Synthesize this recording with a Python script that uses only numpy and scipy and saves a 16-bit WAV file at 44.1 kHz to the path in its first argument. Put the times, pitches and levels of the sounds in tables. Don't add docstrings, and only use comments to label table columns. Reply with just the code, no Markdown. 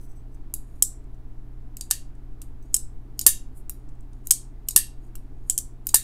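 import sys
import numpy as np
from scipy import signal
from scipy.fft import rfft, irfft
from scipy.io import wavfile
from scipy.ndimage import uniform_filter1d

SR = 44100
rng = np.random.default_rng(int(sys.argv[2]) if len(sys.argv) > 2 else 0)


def pcm_store(signal):
    levels = np.round(np.clip(np.atleast_2d(signal), -1, 1) * 32767)
    wavfile.write(sys.argv[1], SR, levels.astype(np.int16).T)


def ratio_of_db(decibels):
    return 10 ** (np.asarray(decibels, float) / 20)


N = 266143

# start in seconds, peak in dB, brightness in dB per octave, crack in dB, ring length factor.
LOCK_BLOWS = [
    (1.9045, -32, 2.5, -2, 1.7),
    (1.9108, -6.5, -2, 5.5, 0.99),
    (3.2648, 3.5, 1, -5.5, 2.3),
    (3.2775, -13, 3.5, -5, 0.54),
    (4.762, 3, -1.3, -3.5, 1.4),
    (4.7755, -10, 8, -3, 0.86),
    (5.9435, 0, 0, -3, 2.1),
    (5.9566, -11.5, 1, -1.5, .99),
    (5.9634, -14.5, 5.5, -3, .8),
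]
SHUT_BLOWS = [(.8243, -3, 6, -7, 2.4), (2.7432, -5.5, 2.5, -13.5, 3.3), (2.7653, -16.5, 4.5, -3.5, 1.3),
              (4.3083, -5.5, 1.5, -13.5, 0.74), (4.3105, -3.5, 2, -9, 0.41), (4.312, -3.5, 2.5, -2.5, 1.4),
              (4.3203, -13.5, 5, -0.5, 1.5), (5.4987, -7, 4, -7.5, 2.5), (5.507, -19.5, -2.5, -2.5, 1.07),
              (5.5787, -11, 2.5, -5, 0.69), (5.587, -17, 2, -3.5, 0.52)]
BUTTON_BLOWS = [(.5393, -18, 3.5, -3, 2.2), (2.4175, -34, -7, -1.5, 1.7), (3.6958, -23.5, -1.5, -10, 1.8),
                (5.1548, -33.5, -8.5, -9, 1.5)]
PULL_BLOWS = [(1.7694, -29.5, -1.5, -2, 1), (3.1924, -16, 0.5, -9.5, 1.4), (4.2717, -22.5, 8.5, -2.5, 0.27),
              (4.6864, -15.5, 1, -1.5, 1.4), (5.8694, -15, 7.5, -6, .94)]
DETENT_BLOWS = [(1.8105, -23.5, -1.5, 4, 2.1), (3.2119, -23, -1, -1.5, 2.5), (3.2139, -23, -2, 0, 0.89),
                (4.708, -27, 0, -4.5, 3.2), (5.8897, -24, -2.5, 2.5, 2.2)]
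TICK_BLOWS = [(.3464, -60, 3, 8.5, 1.1), (1.0414, -65, -1.5, 5.5, 1.1), (1.1457, -64, 1.5, .1, 1.2),
              (2.152, -62, -2, 3.5, 1.1), (2.6259, -56.5, 7, -10, 1.9), (3.8901, -57, -12, 1, 1.17),
              (3.9524, -66, 3, .5, 1.1), (4.0065, -56.5, 3.5, 2, 0.8), (4.1324, -55, -14, 8.5, .79)]
# start in seconds, peak in dB, frequency in Hz, T60 in seconds.
PALM_KNOCKS = [(0.537, -39.5, 915, 0.012), (0.824, -52, 600, .02), (1.911, -22, 1446, 0.0088),
               (1.909, -28.5, 810, 0.017), (2.415, -50.5, 1256, 0.016), (2.744, -36, 654, 0.0081),
               (3.263, -24, 1077, 0.026), (3.263, -26.5, 580, 0.028), (3.263, -38, 300, .04),
               (3.695, -43, 1290, .015), (4.308, -45.5, 1517, .01), (4.762, -19.5, 1095, 0.018),
               (4.762, -35, 674, 0.018), (4.76, -33.5, 260.2, .04), (5.153, -38, 1340, 0.0055),
               (5.497, -53, 810, 0.01), (5.943, -15.5, 920, .016), (5.941, -17.5, 1143, 0.012)]
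# start in seconds, level in dB.
LOCK_FLEXES = [(1.907, -17.5), (3.267, -11.5), (4.763, -10.5), (5.942, -10)]

# frequency in Hz, width in Hz, level in dB.
BENDING_MODES = [(1800, 97, -2.5), (2800, 60, -18), (3800, 50, -13.5), (4630, 70, -9), (9250, 50, -5.5)]
OPEN_MODES = [(2770, 130, -17), (3930, 120, -33), (4440, 270, -16.5), (4934, 59, -15.5), (5890, 300, -15),
              (6054, 160, -19), (7220, 310, -4.5), (8307, 150, 0.5), (9210, 33, -3), (9700, 50, -11),
              (11250, 140, 2), (12023, 38, -5.5), (12940, 250, -8), (14785, 80, -10)]
FOLDED_MODES = [(3150, 200, -19.5), (3830, 86, -32.5), (5430, 250, -15), (6550, 250, -9.5), (7170, 360, -6),
                (7530, 180, -12), (8310, 180, -8), (7960, 330, -3.5), (8050, 160, -12.5), (9460, 420, -10),
                (10050, 250, -12.5), (10900, 80, -8.5), (12840, 180, -9.5), (14180, 300, -20.5)]
UNLOCKED_MODES = [(2710, 188, -23), (5616, 250, -21.5), (7040, 170, -17), (7540, 180, -9),
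                  (8530, 100, -6.5), (9980, 70, -17.5), (11000, 88, 1), (11870, 420, -4), (13200, 200, -7),
                  (14600, 180, -7.5), (15100, 97, -9.5)]
HELD_MODES = [(2940, 310, -17.5), (4800, 90, -16), (5170, 590, -13.5), (6900, 300, -5.5), (7900, 170, -6.5),
              (8000, 110, -9), (9510, 250, -12), (11200, 270, -13), (11900, 160, -1.5), (13800, 140, -5),
              (15000, 350, -10.5), (14200, 350, -16)]
LOOSE_MODES = [(4350, 92, -20), (5810, 190, -5.5), (6280, 59, -3), (8000, 57, 1.5), (9150, 200, -40),
               (12200, 300, -16), (13130, 180, -24), (15130, 300, -10.5)]
SWINGING_MODES = [(2600, 250, -22), (3890, 60, -9), (4260, 120, -13), (4720, 65, -2), (5760, 250, -12.5),
                  (6660, 70, -3), (7000, 190, 0), (8230, 170, 2.5), (8850, 100, -11), (9160, 40, -1.5),
                  (9900, 100, -11), (10600, 150, -10), (12700, 200, -3.5), (14100, 300, -17)]

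# frequency in Hz, level in dB, T60 in seconds.
FREE_LINES = [(3900, -3, .22), (4725, -5, .2), (6810, -6, .38), (8215, -11, .5), (9260, 0, .28),
              (11010, -3, .33), (12000, -11, .3)]
CLAMPED_LINES = [(2765, -9, .36), (3800, -6, .33), (4580, -4, .27), (7340, -8, .22), (9250, 0, .27),
                 (11280, 0, .2), (12200, -5, .18)]

# Ring decay toward the walls before the hand shades it, in seconds.
WALL_RING_S = [.0013, .0012, .0015, .0015, .006, .006]
# rattle decay in seconds, wall crack in dB, focus of its colour (factor).
RATTLES = [(0.004, 0, 0.61), (0.0034, 4.5, 1.1), (0.0048, -5.5, .8), (0.0027, -1, 0.63), (.003, -3, 0.71),
           (.0027, -2, 1.4)]
# level relative to the peak in dB, length factor.
SONG_LEVELS = [(-37, .85), (-54, .6), (-36, 1.), (-36, .4), (-22, .45), (-24, .6)]

# frequency in Hz, level in dB.
CRACK_COLOUR = [(300, -66.5), (1000, -45.5), (3000, -18.5), (5000, -10), (8000, 6), (11000, -3.5),
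                (14500, -9), (16500, -31)]

# peak time in seconds, peak in dB, rise in seconds,
# fall in seconds, share that rings the blade (0-1).
FINGER_SHIFTS = [(.045, -62.5, 0.21, 0.04, 0.43), (.115, -61, 0.046, 0.031, 0.88),
                 (.18, -67.5, .04, .05, .85), (.35, -66.5, .04, .03, 0.7)]
BLADE_SWINGS = [(.795, -68.5, .25, 0.027, .6), (2.64, -72.5, .015, 0.2, 1),
                (2.736, -53, 0.0088, 0.011, 0.57), (3.575, -56.5, .035, .045, 0.1),
                (4.15, -78, .015, 0.16, 1), (4.264, -57, 0.022, 0.004, .7), (5.035, -68.5, .03, 0.086, .8),
                (5.45, -77.5, .15, .04, 0.85), (5.476, -63.5, 0.026, 0.019, .3),
                (5.495, -52.5, 0.0064, 0.0033, .5), (4.68, -61.5, 0.017, .006, 0.4),
                (5.862, -62, .02, .006, 0.66), (3.186, -59.5, 0.012, 0.0054, 0.7)]
# centre in Hz, spread in octaves.
SKIN_HISS = [(9800, 1), (10000, .42)]

# frequency in Hz, T60 in seconds.
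ROOM_DECAY = [(1000, .12), (2600, .27), (4500, .25), (6000, .22), (8000, .22), (11000, .19), (14500, .15)]
# delay in seconds, level in dB.
EARLY_ECHOES = [
    (.0012, -15.5),
    (.0065, -25),
    (.0135, -22),
    (.027, -27),
]

# frequency in Hz, level in dB, pitch waver (fraction).
MACHINE_TONES = [(28.57, -41, 0.03), (42.3, -49, 0.042), (61, -52, 0.039), (59.8, -56.5, 0.06),
                 (119.9, -50.5, .002), (228, -73.5, 0.002), (262.6, -66.5, 0.015), (301.4, -67.5, 0.024),
                 (383, -81, 0.0016)]
# frequency in Hz, density in dB per Hz.
DUCT_AIR = [(8, 27), (35, 7), (95, -3.5), (170, -7.5), (280, -2.5), (450, -12.5), (535, -27), (800, -60.5)]
# frequency in Hz, density in dB per Hz.
FAN_HISS = [(300, -47), (535, -22), (665, -16.5), (1400, -26.5), (3000, -36.5), (6000, -43), (15600, -44.5),
            (16500, -60)]

WANDER_HZ, BUILD_S = 36, 0.00017
MODE_TILT, WALL_TILT = 0.6, 0.6
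GRIP_DB, RATTLE_DB, FLUTTER_DB = 2, 5.0, 4.5
ROOM_DB, ROOM_BUILD_S, ECHO_SMEAR_S = -14, 0.0099, 0.0012
FLOOR_DB, CEILING, EDGE_HZ = -55.5, 1, 16000


def read(points, hz):
    f, value = np.transpose(points)
    return np.interp(np.log(hz + 1), np.log(f + 1), value)


def evened(x):
    return x / np.sqrt(np.mean(x ** 2) + 1e-20)


def add(mix, s, sound):
    part = mix[:, max(round(s * SR), 0):][:, :sound.shape[1]]
    part += sound[:, :part.shape[1]]


def coloured(x, points, tilt_db=0.0):
    hz = np.fft.rfftfreq(len(x), 1 / SR)
    gain_db = read(points, hz) + tilt_db * np.log2((hz + 100) / 8000)
    return irfft(rfft(x) * ratio_of_db(gain_db), len(x))


def slow(hz):
    t = np.arange(0, N + 32, 32) / SR
    wave = sum(np.sin(2 * np.pi * (f * t + rng.random())) for f in hz * np.geomspace(0.1, 1, 12))
    return evened(np.interp(np.arange(N) / SR, t, wave))


def clicks():
    out = np.zeros((2, N))
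    states = [(LOCK_BLOWS, OPEN_MODES, CLAMPED_LINES), (SHUT_BLOWS, FOLDED_MODES, FREE_LINES),
              (BUTTON_BLOWS, UNLOCKED_MODES, FREE_LINES), (PULL_BLOWS, HELD_MODES, FREE_LINES),
              (DETENT_BLOWS, SWINGING_MODES, FREE_LINES), (TICK_BLOWS, LOOSE_MODES, FREE_LINES)]
    for state, carry_s, rattle, (song_db, longer) in zip(states, WALL_RING_S, RATTLES, SONG_LEVELS):
        rows, modes, lines = state
        chatter_s, wall_db, focus = rattle
        for row in rows:
            s, peak_db = row[:2]
            add(out, *blow(modes, chatter_s, carry_s, wall_db, focus, *row))
            add(out, *song(lines, s, peak_db + song_db, longer))
    for row in PALM_KNOCKS:
        add(out, *knock(*row))
    for row in LOCK_FLEXES:
        add(out, *flex(*row))
    return out


def blow(modes, chatter_s, carry_s, wall_db, focus, s, peak_db, tilt_db, crack_db, longer):
    t = np.arange(8192) / SR
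    uneven_db = RATTLE_DB * rng.standard_normal(8192 // 16).repeat(16)
    rattle = rng.standard_normal(8192) * ratio_of_db(uneven_db)
    crack = coloured(rattle, CRACK_COLOUR, tilt_db)
    crack *= np.exp(-t / np.clip(chatter_s, 2e-4, 0.02)) * (1 - np.exp(-t / BUILD_S))
    crack *= ratio_of_db(crack_db) / np.linalg.norm(crack)
    ring = ringing(modes, tilt_db, longer)
    ring /= np.linalg.norm(ring)
    near = ring + crack
    loudest = np.sqrt(uniform_filter1d(near ** 2, 130).max())
    wall_colour = np.multiply(CRACK_COLOUR, [1, focus])
    snap = coloured(signal.unit_impulse(8192, 40), wall_colour, WALL_TILT * tilt_db) * np.exp(-t / 0.01)
    shaded = ring * np.exp(-t / carry_s) + ratio_of_db(crack_db + wall_db) * snap / np.linalg.norm(snap)
    shaded *= np.linalg.norm(near) / np.linalg.norm(shaded)
    return s - 0.0003, ratio_of_db(peak_db - 2.5) * np.array([near, shaded]) / loudest


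def ringing(modes, tilt_db, longer):
    hz, width_hz, db = np.transpose(modes)[:, :, None]
    db = db + MODE_TILT * tilt_db * np.log2(hz / 8000) + GRIP_DB * rng.standard_normal(hz.shape)
    t = np.arange(8192) / SR
    fading = np.exp(-np.pi * width_hz / np.clip(longer, 0.2, 5) * t)
    steps = rng.standard_normal((len(hz), 8192 // 8))
    wander = np.cumsum(steps, 1).repeat(8, 1) * np.sqrt(WANDER_HZ / (SR // 8) / 2 / np.pi)
    turns = hz * t + rng.random(hz.shape) + wander
    ring = (ratio_of_db(db) * (width_hz + 30) * fading * np.sin(2 * np.pi * turns)).sum(0)
    return ring * (1 - np.exp(-t / BUILD_S))


def song(lines, s, level_db, longer):
    hz, db, t60 = np.transpose(lines)[:, :, None]
    t = np.arange(SR // 2) / SR
    flutter_hz = rng.uniform(18, 45, hz.shape)
    flutter = np.sin(2 * np.pi * (flutter_hz * t + rng.random(hz.shape)))
    db = level_db + db + GRIP_DB * rng.standard_normal(hz.shape)
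    db = db - 60 * t / (t60 * longer) + FLUTTER_DB * flutter
    turns = hz * t + rng.random(hz.shape) + 0.12 * flutter
    return s, (ratio_of_db(db) * np.sin(2 * np.pi * turns)).sum(0) * np.array([[1], [0]])


def knock(s, peak_db, hz, t60):
    t = np.arange(2048) / SR
    pulse = np.sin(2 * np.pi * hz * t) * ratio_of_db(-60 * t / t60) * (1 - np.exp(-t / 0.00032))
    return s, ratio_of_db(peak_db) * pulse * np.array([[1], [0.3]])


def flex(s, level_db):
    t = np.arange(4096) / SR
    hz, width_hz, db = np.transpose(BENDING_MODES)[:, :, None]
    bend = ratio_of_db(level_db + db) * np.exp(-np.pi * width_hz * t) * np.sin(2 * np.pi * hz * t)
    return s, bend.sum(0) * np.array([[0], [1]])


def rubs():
    grain = rng.standard_normal(N) * ratio_of_db(2.8 * slow(73.0))
    out, t = np.zeros(N), np.arange(N) / SR
    kinds = [(FINGER_SHIFTS, LOOSE_MODES, 1.5), (BLADE_SWINGS, SWINGING_MODES, 2.5)]
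    for (rows, modes, longer), (hz, octaves) in zip(kinds, SKIN_HISS):
        sing = evened(signal.fftconvolve(grain, ringing(modes, 0, longer))[:N])
        hump = [(hz * 2 ** (k * octaves), -6 * k ** 2) for k in range(-3, 4)]
        hiss = evened(coloured(grain, hump))
        for s, peak_db, rise_s, fall_s, share in rows:
            away = np.maximum((s - t) / rise_s, (t - s) / fall_s)
            swell = ratio_of_db(peak_db - 20 * np.minimum(away, 10) ** 1.3)
            share = np.clip(share, 0, 1)
            out += swell * (share * sing + np.sqrt(1 - share ** 2) * hiss)
    return out


def room(x):
    hz, t, z = signal.stft(rng.standard_normal(SR // 2), SR, nperseg=128)
    decay = ratio_of_db(-60 * t / read(ROOM_DECAY, hz)[:, None])
    tail = signal.istft(z * decay, SR, nperseg=128)[1]
    tail *= np.clip(np.arange(len(tail)) / SR / ROOM_BUILD_S, 0, 1)
    tail *= ratio_of_db(ROOM_DB) / np.linalg.norm(tail)
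    for s, db in EARLY_ECHOES:
        echo = rng.standard_normal(256) * np.exp(-np.arange(256) / SR / ECHO_SMEAR_S)
        add(tail[None], s, ratio_of_db(db) * echo[None] / np.linalg.norm(echo))
    return signal.fftconvolve(x, tail)[:N]


def building():
    air = coloured(rng.standard_normal(N), DUCT_AIR) + coloured(rng.standard_normal(N), FAN_HISS)
    above = signal.sosfilt(signal.butter(4, 150, "high", fs=SR, output="sos"), air)
    out = ratio_of_db(FLOOR_DB) * air / np.std(above)
    for hz, db, waver in MACHINE_TONES:
        turns = np.cumsum(hz * (1 + waver * slow(4.0))) / SR
        out += np.sqrt(2) * ratio_of_db(db + 0.48 * slow(3.3)) * np.sin(2 * np.pi * turns)
    return out


def scene():
    near, walls = clicks() + rubs()
    return (near + room(walls) + building())[None]


def low_pass(x):
    return signal.sosfilt(signal.butter(12, 15740, fs=SR, output="sos"), x)


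def record(dry):
    clipped = np.clip(dry, -CEILING, CEILING)
    edge = signal.firwin(191, EDGE_HZ, fs=SR)
    return low_pass(signal.oaconvolve(clipped, edge[None], "same"))


dry = scene()
out = record(dry)
pcm_store(out)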